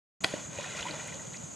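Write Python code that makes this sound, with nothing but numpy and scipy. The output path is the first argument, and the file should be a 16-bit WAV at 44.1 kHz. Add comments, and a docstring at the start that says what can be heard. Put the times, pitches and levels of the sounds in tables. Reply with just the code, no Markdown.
"""A stick smacks a river from the bank: a sharp crack, a hiss of spray, and a plop as the cavity closes.
The thrown water falls back as a patter of drops and thins out to a few drips; the air it traps
rings as bubbles, each a mass of water on a spring of air, rising in pitch as it nears the surface.
Wavelets lap softly, and insects shrill in the forest over a low rumble.
A hard surface near the listener adds one quick reflection to the sounds of the water."""
import sys
import numpy as np
from scipy import signal
from scipy.fft import rfft, irfft, next_fast_len
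from scipy.io import wavfile
from scipy.ndimage import map_coordinates

SR = 44100
rng = np.random.default_rng(int(sys.argv[2]) if len(sys.argv) > 2 else 0)


def inscribe(sig):
    """Save sig as 16-bit PCM at rate SR to the path in sys.argv[1].

    A 1-D sig is mono; a 2-D sig holds one channel per row.
    Samples are clipped to [-1, 1] before scaling.
    """
    pcm = np.round(np.clip(np.atleast_2d(sig).T, -1, 1) * 32767)
    wavfile.write(sys.argv[1], SR, pcm.astype(np.int16))


N = 68355
T = np.arange(N) / SR
START_S, CRACK_S = 0.2049, 0.2448


def amp(db):
    """Decibels as an amplitude ratio."""
    return 10 ** (np.asarray(db) / 20)


def unit(x):
    """Normalisation to rms 1."""
    return x / np.sqrt(np.mean(x ** 2) + 1e-20)


def gain(spectrum, hz):
    """Amplitude response: levels in dB interpolated over log frequency."""
    frequency_hz, level_db = np.transpose(spectrum)
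    return amp(np.interp(np.log(hz + 1), np.log(frequency_hz + 1), level_db))


def filtered(x, response):
    """Linear filtering: the spectrum of x times a frequency response."""
    size = next_fast_len(N + SR // 2)
    return irfft(rfft(x, size) * response(np.fft.rfftfreq(size, 1 / SR)), size)[..., :N]


def coloured(x, spectrum):
    """Spectral shaping of x, at rms 1."""
    return unit(filtered(x, lambda hz: gain(spectrum, hz)))


def noise(spectrum):
    """Coloured Gaussian noise of rms 1."""
    return coloured(rng.standard_normal(N), spectrum)


def wobble(per_s):
    """Random modulation: a smooth curve through random knots."""
    return map_coordinates(rng.standard_normal(int(N * per_s / SR) + 4), [T * per_s])


def fade(start_s, t60_s, attack_s):
    """Exponential rise, then exponential decay of 60 dB in t60_s."""
    t = np.maximum(T - start_s, 0)
    return (1 - np.exp(-t / attack_s)) * np.exp(-np.log(1000) * t / t60_s)


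def tone(start_s, hz, t60_s, attack_s, rise=0):
    """A damped oscillator whose pitch climbs by the share rise per decay time."""
    t = np.maximum(T - start_s, 0)
    return fade(start_s, t60_s, attack_s) * np.sin(2 * np.pi * hz * t * (1 + rise * t / t60_s / 2))


def forest():
    """Incoherent sources sum to noise: an insect chorus ahead, a low rumble and faint open air."""
    # spectra of the background: frequency_hz, level_db
    chorus_spectrum = [(3000, -22.5), (5200, -17.5), (5750, -19.5), (6050, -4), (6400, 0), (6850, 3),
                       (7250, -3), (7650, -11), (7850, -8.5), (8050, -8), (8400, -13.5), (9300, -23.5),
                       (12000, -35.5), (15000, -32)]
    rumble_spectrum = [(25, -24), (48, -21), (70, -7), (90, -5.5), (120, -2), (160, 0), (220, -5),
                       (350, -15), (600, -17.5), (1500, -67), (5000, -80)]
    air_spectrum = [(100, -1), (600, 6), (1100, 7.5), (2200, -2.5), (4000, -7), (5500, -45), (9000, -51),
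                    (15000, -49)]
    side_air_spectrum = [(60, -16), (160, -8), (300, 9), (600, 6), (1200, 0.5), (2400, -8.5), (4200, -17.5),
                         (5200, -57), (14000, -63)]
    antiphase = np.array([[1], [-1]])
    insects = amp(-45.5 + 1.1 * wobble(13.5) + 0.95 * wobble(150)) * noise(chorus_spectrum)
    rumble_level = amp(-49.5 + 1.1 * wobble(30.06))
    rumble = unit(noise(rumble_spectrum) + amp(-6) * noise(rumble_spectrum) * antiphase)
    air = amp(-56) * noise(air_spectrum) + amp(-51) * noise(side_air_spectrum) * antiphase
    return insects + rumble_level * rumble + air


def stick_impact(crack_db=-7, crack_hz=2440):
    """Impact: the stick cuts in, then slaps flat with one swing of pressure and a brief ringing."""
    # contacts along the stick's length: start_s, level_db, t60_s
    contacts = [(.2384, -21.5, 0.021), (0.2427, -19.5, 0.011)]
    # spectrum of the stick cutting in: frequency_hz, level_db
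    entry_spectrum = [(60, -43), (200, -21), (300, -22), (430, -16), (760, 9), (1150, -5.5), (2000, 3.5),
                      (3300, 0.5), (4700, -5.5), (5600, -30), (7400, -4.5), (11000, -15), (14500, -46)]
    # ringing of the stick's own wooden modes after the crack: pitch_hz, level_db, t60_s
    slap_resonances = [(316, -27.5, 0.049), (759, -26.5, 0.095), (1540, -26, 0.02), (1950, -18, 0.0072),
                       (2510, -22.5, 0.01), (3240, -18, 0.021), (4360, -19, 0.0066), (4670, -22, 0.011)]
    entry = noise(entry_spectrum) * sum(amp(db) * fade(s, t60, 0.00029) for s, db, t60 in contacts)
    pulse_time = 2 * np.pi * crack_hz * (T - CRACK_S)
    crack = amp(crack_db) * pulse_time * np.exp((1 - pulse_time ** 2) / 2)
    ring = sum(amp(db) * tone(CRACK_S, hz, t60, attack_s=0.0001) for hz, db, t60 in slap_resonances)
    return entry + crack + ring


def drop_cluster(start_s, t60_s, centre_hz, width_octaves=0.41, grain_db=3):
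    """Closely spaced drop impacts merge into a grainy, decaying band of noise."""
    band = lambda hz: (1 + (np.log2((hz + 1) / centre_hz) / width_octaves) ** 2) ** -2
    grains = rng.standard_normal(N) * amp(grain_db * wobble(500))
    return unit(filtered(grains, band)) * fade(start_s, t60_s, 0.00037)


def spray():
    """Water breaking up radiates broadband noise: a first burst, a rising sheet and fine mist."""
    # spectra of the thrown water: frequency_hz, level_db
    burst_spectrum = [(100, -7), (300, -4), (450, 0), (800, 16.5), (1150, -7), (2000, -3), (3300, -3),
                      (4700, 2), (5600, -19), (7400, -8), (11000, -24), (14500, -44)]
    sheet_spectrum = [(100, -31), (400, 8.5), (1100, 8), (2000, 12.5), (2800, 7), (3300, 11.5), (3800, 6),
                      (4500, 9.5), (5700, 2.5), (7500, -18), (10500, -6), (14500, -44)]
    burst = amp(-29.5) * noise(burst_spectrum) * fade(CRACK_S, t60_s=0.093, attack_s=0.0012)
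    sheet = amp(-40 + 0.41 * wobble(81)) * noise(sheet_spectrum)
    sheet *= fade(CRACK_S, t60_s=0.68, attack_s=0.003)
    mist = amp(-51) * drop_cluster(CRACK_S, t60_s=0.43, centre_hz=8700)
    return burst + sheet + mist


def swarm(per_s, centre_hz, t60_cycles, spread_octaves, rise):
    """Superposed bubble resonances of random pitch, life, strength and onset, at rms 1."""
    draws = np.random.default_rng(rng.integers(2 ** 31)).random((int(per_s * N / SR), 5))
    radius, angle, life, strength, onset = draws.T[:, :, None]
    gaussian = np.sqrt(-2 * np.log(1 - radius)) * np.cos(2 * np.pi * angle)
    hz = np.minimum(centre_hz * 2 ** (spread_octaves * gaussian), SR / 3)
    samples = np.arange(SR // 40)
    cycles = hz * samples / SR
    age = cycles / (t60_cycles * 2 ** (2 * life - 1))  # in decay times
    level_db = np.minimum(-np.log(1 - strength), np.pi)
    phase = 2 * np.pi * cycles * (1 + rise * np.minimum(age, 2) / 2)
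    rings = amp(level_db) * np.exp(-np.log(1000) * age) * np.sin(phase)
    positions = (onset * N).astype(int) + samples
    return unit(np.bincount(positions.ravel(), rings.ravel(), N)[:N])


def falling_water(patter_gain_db=1, slosh_gain_db=-1.5):
    """Air entrainment: small drops patter over foam, and larger bubbles gurgle in churning water."""
    # contour of the fall, before the gains: time_s, patter_db, slosh_db
    contour = [(.26, -58.5, -59), (0.348, -46.5, -44), (.49, -58, -54.5), (.55, -49.5, -48.5),
               (.6, -45, -46), (.71, -44.5, -51.5), (.77, -43, -52), (.8, -40.5, -44), (.88, -43, -47.5),
               (.97, -45.5, -44.5), (1.03, -48, -48.5), (1.11, -49, -51), (1.2, -54.5, -49.5),
               (1.31, -54.5, -56), (1.55, -62.5, -58)]
    # spectra of the small drops and the churning water: frequency_hz, level_db
    patter_spectrum = [(100, -11), (500, -1), (1100, -3.5), (2200, 1), (3800, 1), (5000, -5.5),
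                       (7000, -2.5), (9000, -12), (11000, -21.5), (14500, -45)]
    slosh_spectrum = [(80, -26), (280, 2), (410, -4), (600, 8), (950, 2), (1400, 2), (3000, -30),
                      (8000, -58)]
    time_s, patter_db, slosh_db = np.transpose(contour)
    drops = swarm(per_s=1700, centre_hz=2532, t60_cycles=25, spread_octaves=0.85, rise=0.045)
    foam = amp(-1.5 + 2 * wobble(290)) * noise(patter_spectrum)
    patter = unit(coloured(drops, patter_spectrum) + foam)
    gurgles = swarm(per_s=320, centre_hz=630, t60_cycles=29, spread_octaves=0.497, rise=0.25)
    churn = amp(-1.5) * noise(slosh_spectrum)
    slosh = unit(coloured(gurgles, slosh_spectrum) + churn)
    patter *= amp(patter_gain_db + np.interp(T, time_s, patter_db) + wobble(44.04))
    slosh *= amp(slosh_gain_db + np.interp(T, time_s, slosh_db))
    return patter + slosh


def splats():
    """Impact noise: lumps of water slap the surface, each a cluster of drops."""
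    # landings: start_s, level_db, t60_s, centre_hz
    landings = [(0.324, -32.5, 0.016, 3120), (.574, -40, .03, 1900), (.5858, -27.5, 0.011, 2410),
                (.611, -32, 0.0086, 4120), (.671, -37, 0.024, 2600), (0.807, -35.5, 0.028, 3970),
                (0.792, -36, 0.046, 2700), (0.827, -33.5, 0.024, 3000), (0.8837, -31.5, .012, 3000),
                (0.908, -38, 0.04, 3950), (0.995, -35.5, 0.043, 2000), (1.074, -41, 0.018, 8300),
                (1.094, -40.5, .04, 2370), (1.142, -46, 0.028, 3670), (1.125, -45, 0.032, 2100),
                (1.334, -43.5, 0.034, 3800), (1.342, -42, 0.064, 2250), (1.368, -38, 0.017, 5000)]
    return sum(amp(db) * drop_cluster(s, t60, hz) for s, db, t60, hz in landings)


def plops(attack_s=0.0007):
    """Bubble resonance: air trapped by the closing cavity and by drops rings with a rising pitch."""
    # large air pockets: start_s, pitch_hz, level_db, t60_s, rise_per_t60
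    pockets = [(.3378, 599, -21, 0.029, 0.061), (.3385, 274, -23, 0.035, 0.087),
               (.339, 1850, -26, 0.0087, .05), (.5862, 570, -25.5, 0.039, .1),
               (.5875, 740, -30.5, 0.044, 0.11), (0.599, 1000, -35, 0.041, .1),
               (0.647, 1300, -30, 0.014, 0.17), (.6425, 1810, -30.5, 0.04, .03),
               (.661, 730, -34, 0.081, 0.075), (.742, 1410, -34, 0.017, 0.056),
               (.748, 1980, -31.5, 0.021, .05), (.75, 620, -30.5, 0.026, 0.056),
               (.788, 1418, -36, 0.048, 0.03), (.8535, 875, -26, 0.025, .15),
               (.863, 975, -28, 0.033, 0.077), (.87, 2000, -31.5, .02, .1), (.898, 292.5, -36, 0.12, 0.11),
               (.939, 567, -33, 0.032, 0.072), (.996, 1904, -38, .025, .05), (1, 2400, -38.5, .03, .05),
               (1.007, 1464, -33.5, 0.019, .05), (1.082, 2110, -37, 0.04, .05),
               (1.123, 1980, -37.5, 0.029, 0.08), (1.131, 1850, -37, 0.022, .05),
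               (1.195, 1880, -36, 0.019, .05), (1.343, 2020, -39, 0.018, .05)]
    return sum(amp(db) * tone(s, hz, t60, attack_s, rise) for s, hz, db, t60, rise in pockets)


def laps():
    """Damped low oscillations: dull knocks, as of wavelets lapping nearby."""
    # knocks: start_s, pitch_hz, level_db
    knocks = [(0.452, 88, -43), (0.487, 153, -35), (0.571, 92, -38.5), (0.804, 71.4, -43),
              (1.032, 164, -39.5), (1.11, 155, -44), (1.274, 175, -34.5), (1.436, 156.7, -37.5),
              (1.516, 157, -62)]
    return sum(amp(db) * tone(s, hz, t60_s=0.097, attack_s=0.0018) for s, hz, db in knocks)


def surroundings(x, echo_s=0.00204, echo_gain=0.42, crossfade_s=0.1):
    """One reflection makes a comb filter, and a short diffuse scatter surrounds the splash."""
    # response of the scatter: frequency_hz, gain_db
    scatter_response = [(60, -12), (280, -10), (600, -13.5), (1200, -10), (2400, -12.5), (3800, -17.5),
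                        (5200, -51), (12000, -44)]
    near = filtered(x, lambda hz: 1 + echo_gain * np.exp(-2j * np.pi * hz * echo_s))
    # overlapping triangular windows, each with fresh random tails so that no pitch keeps ringing
    centres = np.arange(int(N / SR / crossfade_s) + 2)[:, None]
    windows = np.maximum(0, 1 - np.abs(T / crossfade_s - centres))
    decay = fade(echo_s, t60_s=0.07, attack_s=0.0012)[:SR // 10]
    tails = rng.standard_normal((2, len(windows), len(decay))) * decay / np.linalg.norm(decay)
    diffuse = signal.fftconvolve((x * windows)[None], tails, axes=2).sum(axis=1)[:, :N]
    mid, side = filtered(diffuse, lambda hz: gain(scatter_response, hz))
    return near + 0.6 * mid + np.array([side, -side])


def scene():
    """Superposition: the splash and its reflections add to the steady forest."""
    low_cut = signal.butter(2, 120, "high", fs=SR, output="sos")
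    smack = signal.sosfilt(low_cut, stick_impact() + spray())
    return surroundings(smack + splats() + plops() + falling_water() + laps()) + forest()


def record(dry, top_hz=15100):
    """The microphone as a band-limited linear filter, with a quick fade-in at START_S."""
    # microphone response: frequency_hz, gain_db
    mic_response = [(25, -12), (48, -10.5), (72, -0.5), (310, 1), (400, -1.5), (540, -1.5), (2050, -1.5),
                    (2210, -1), (2370, -1), (12500, -0.5), (14000, -3), (15000, -20)]
    fade_in = np.clip((T - START_S) / 0.0028, 0, 1)
    gated = filtered(dry, lambda hz: gain(mic_response, hz)) * fade_in
    return filtered(gated, lambda hz: hz < top_hz)


dry = scene()
out = record(dry)
inscribe(out)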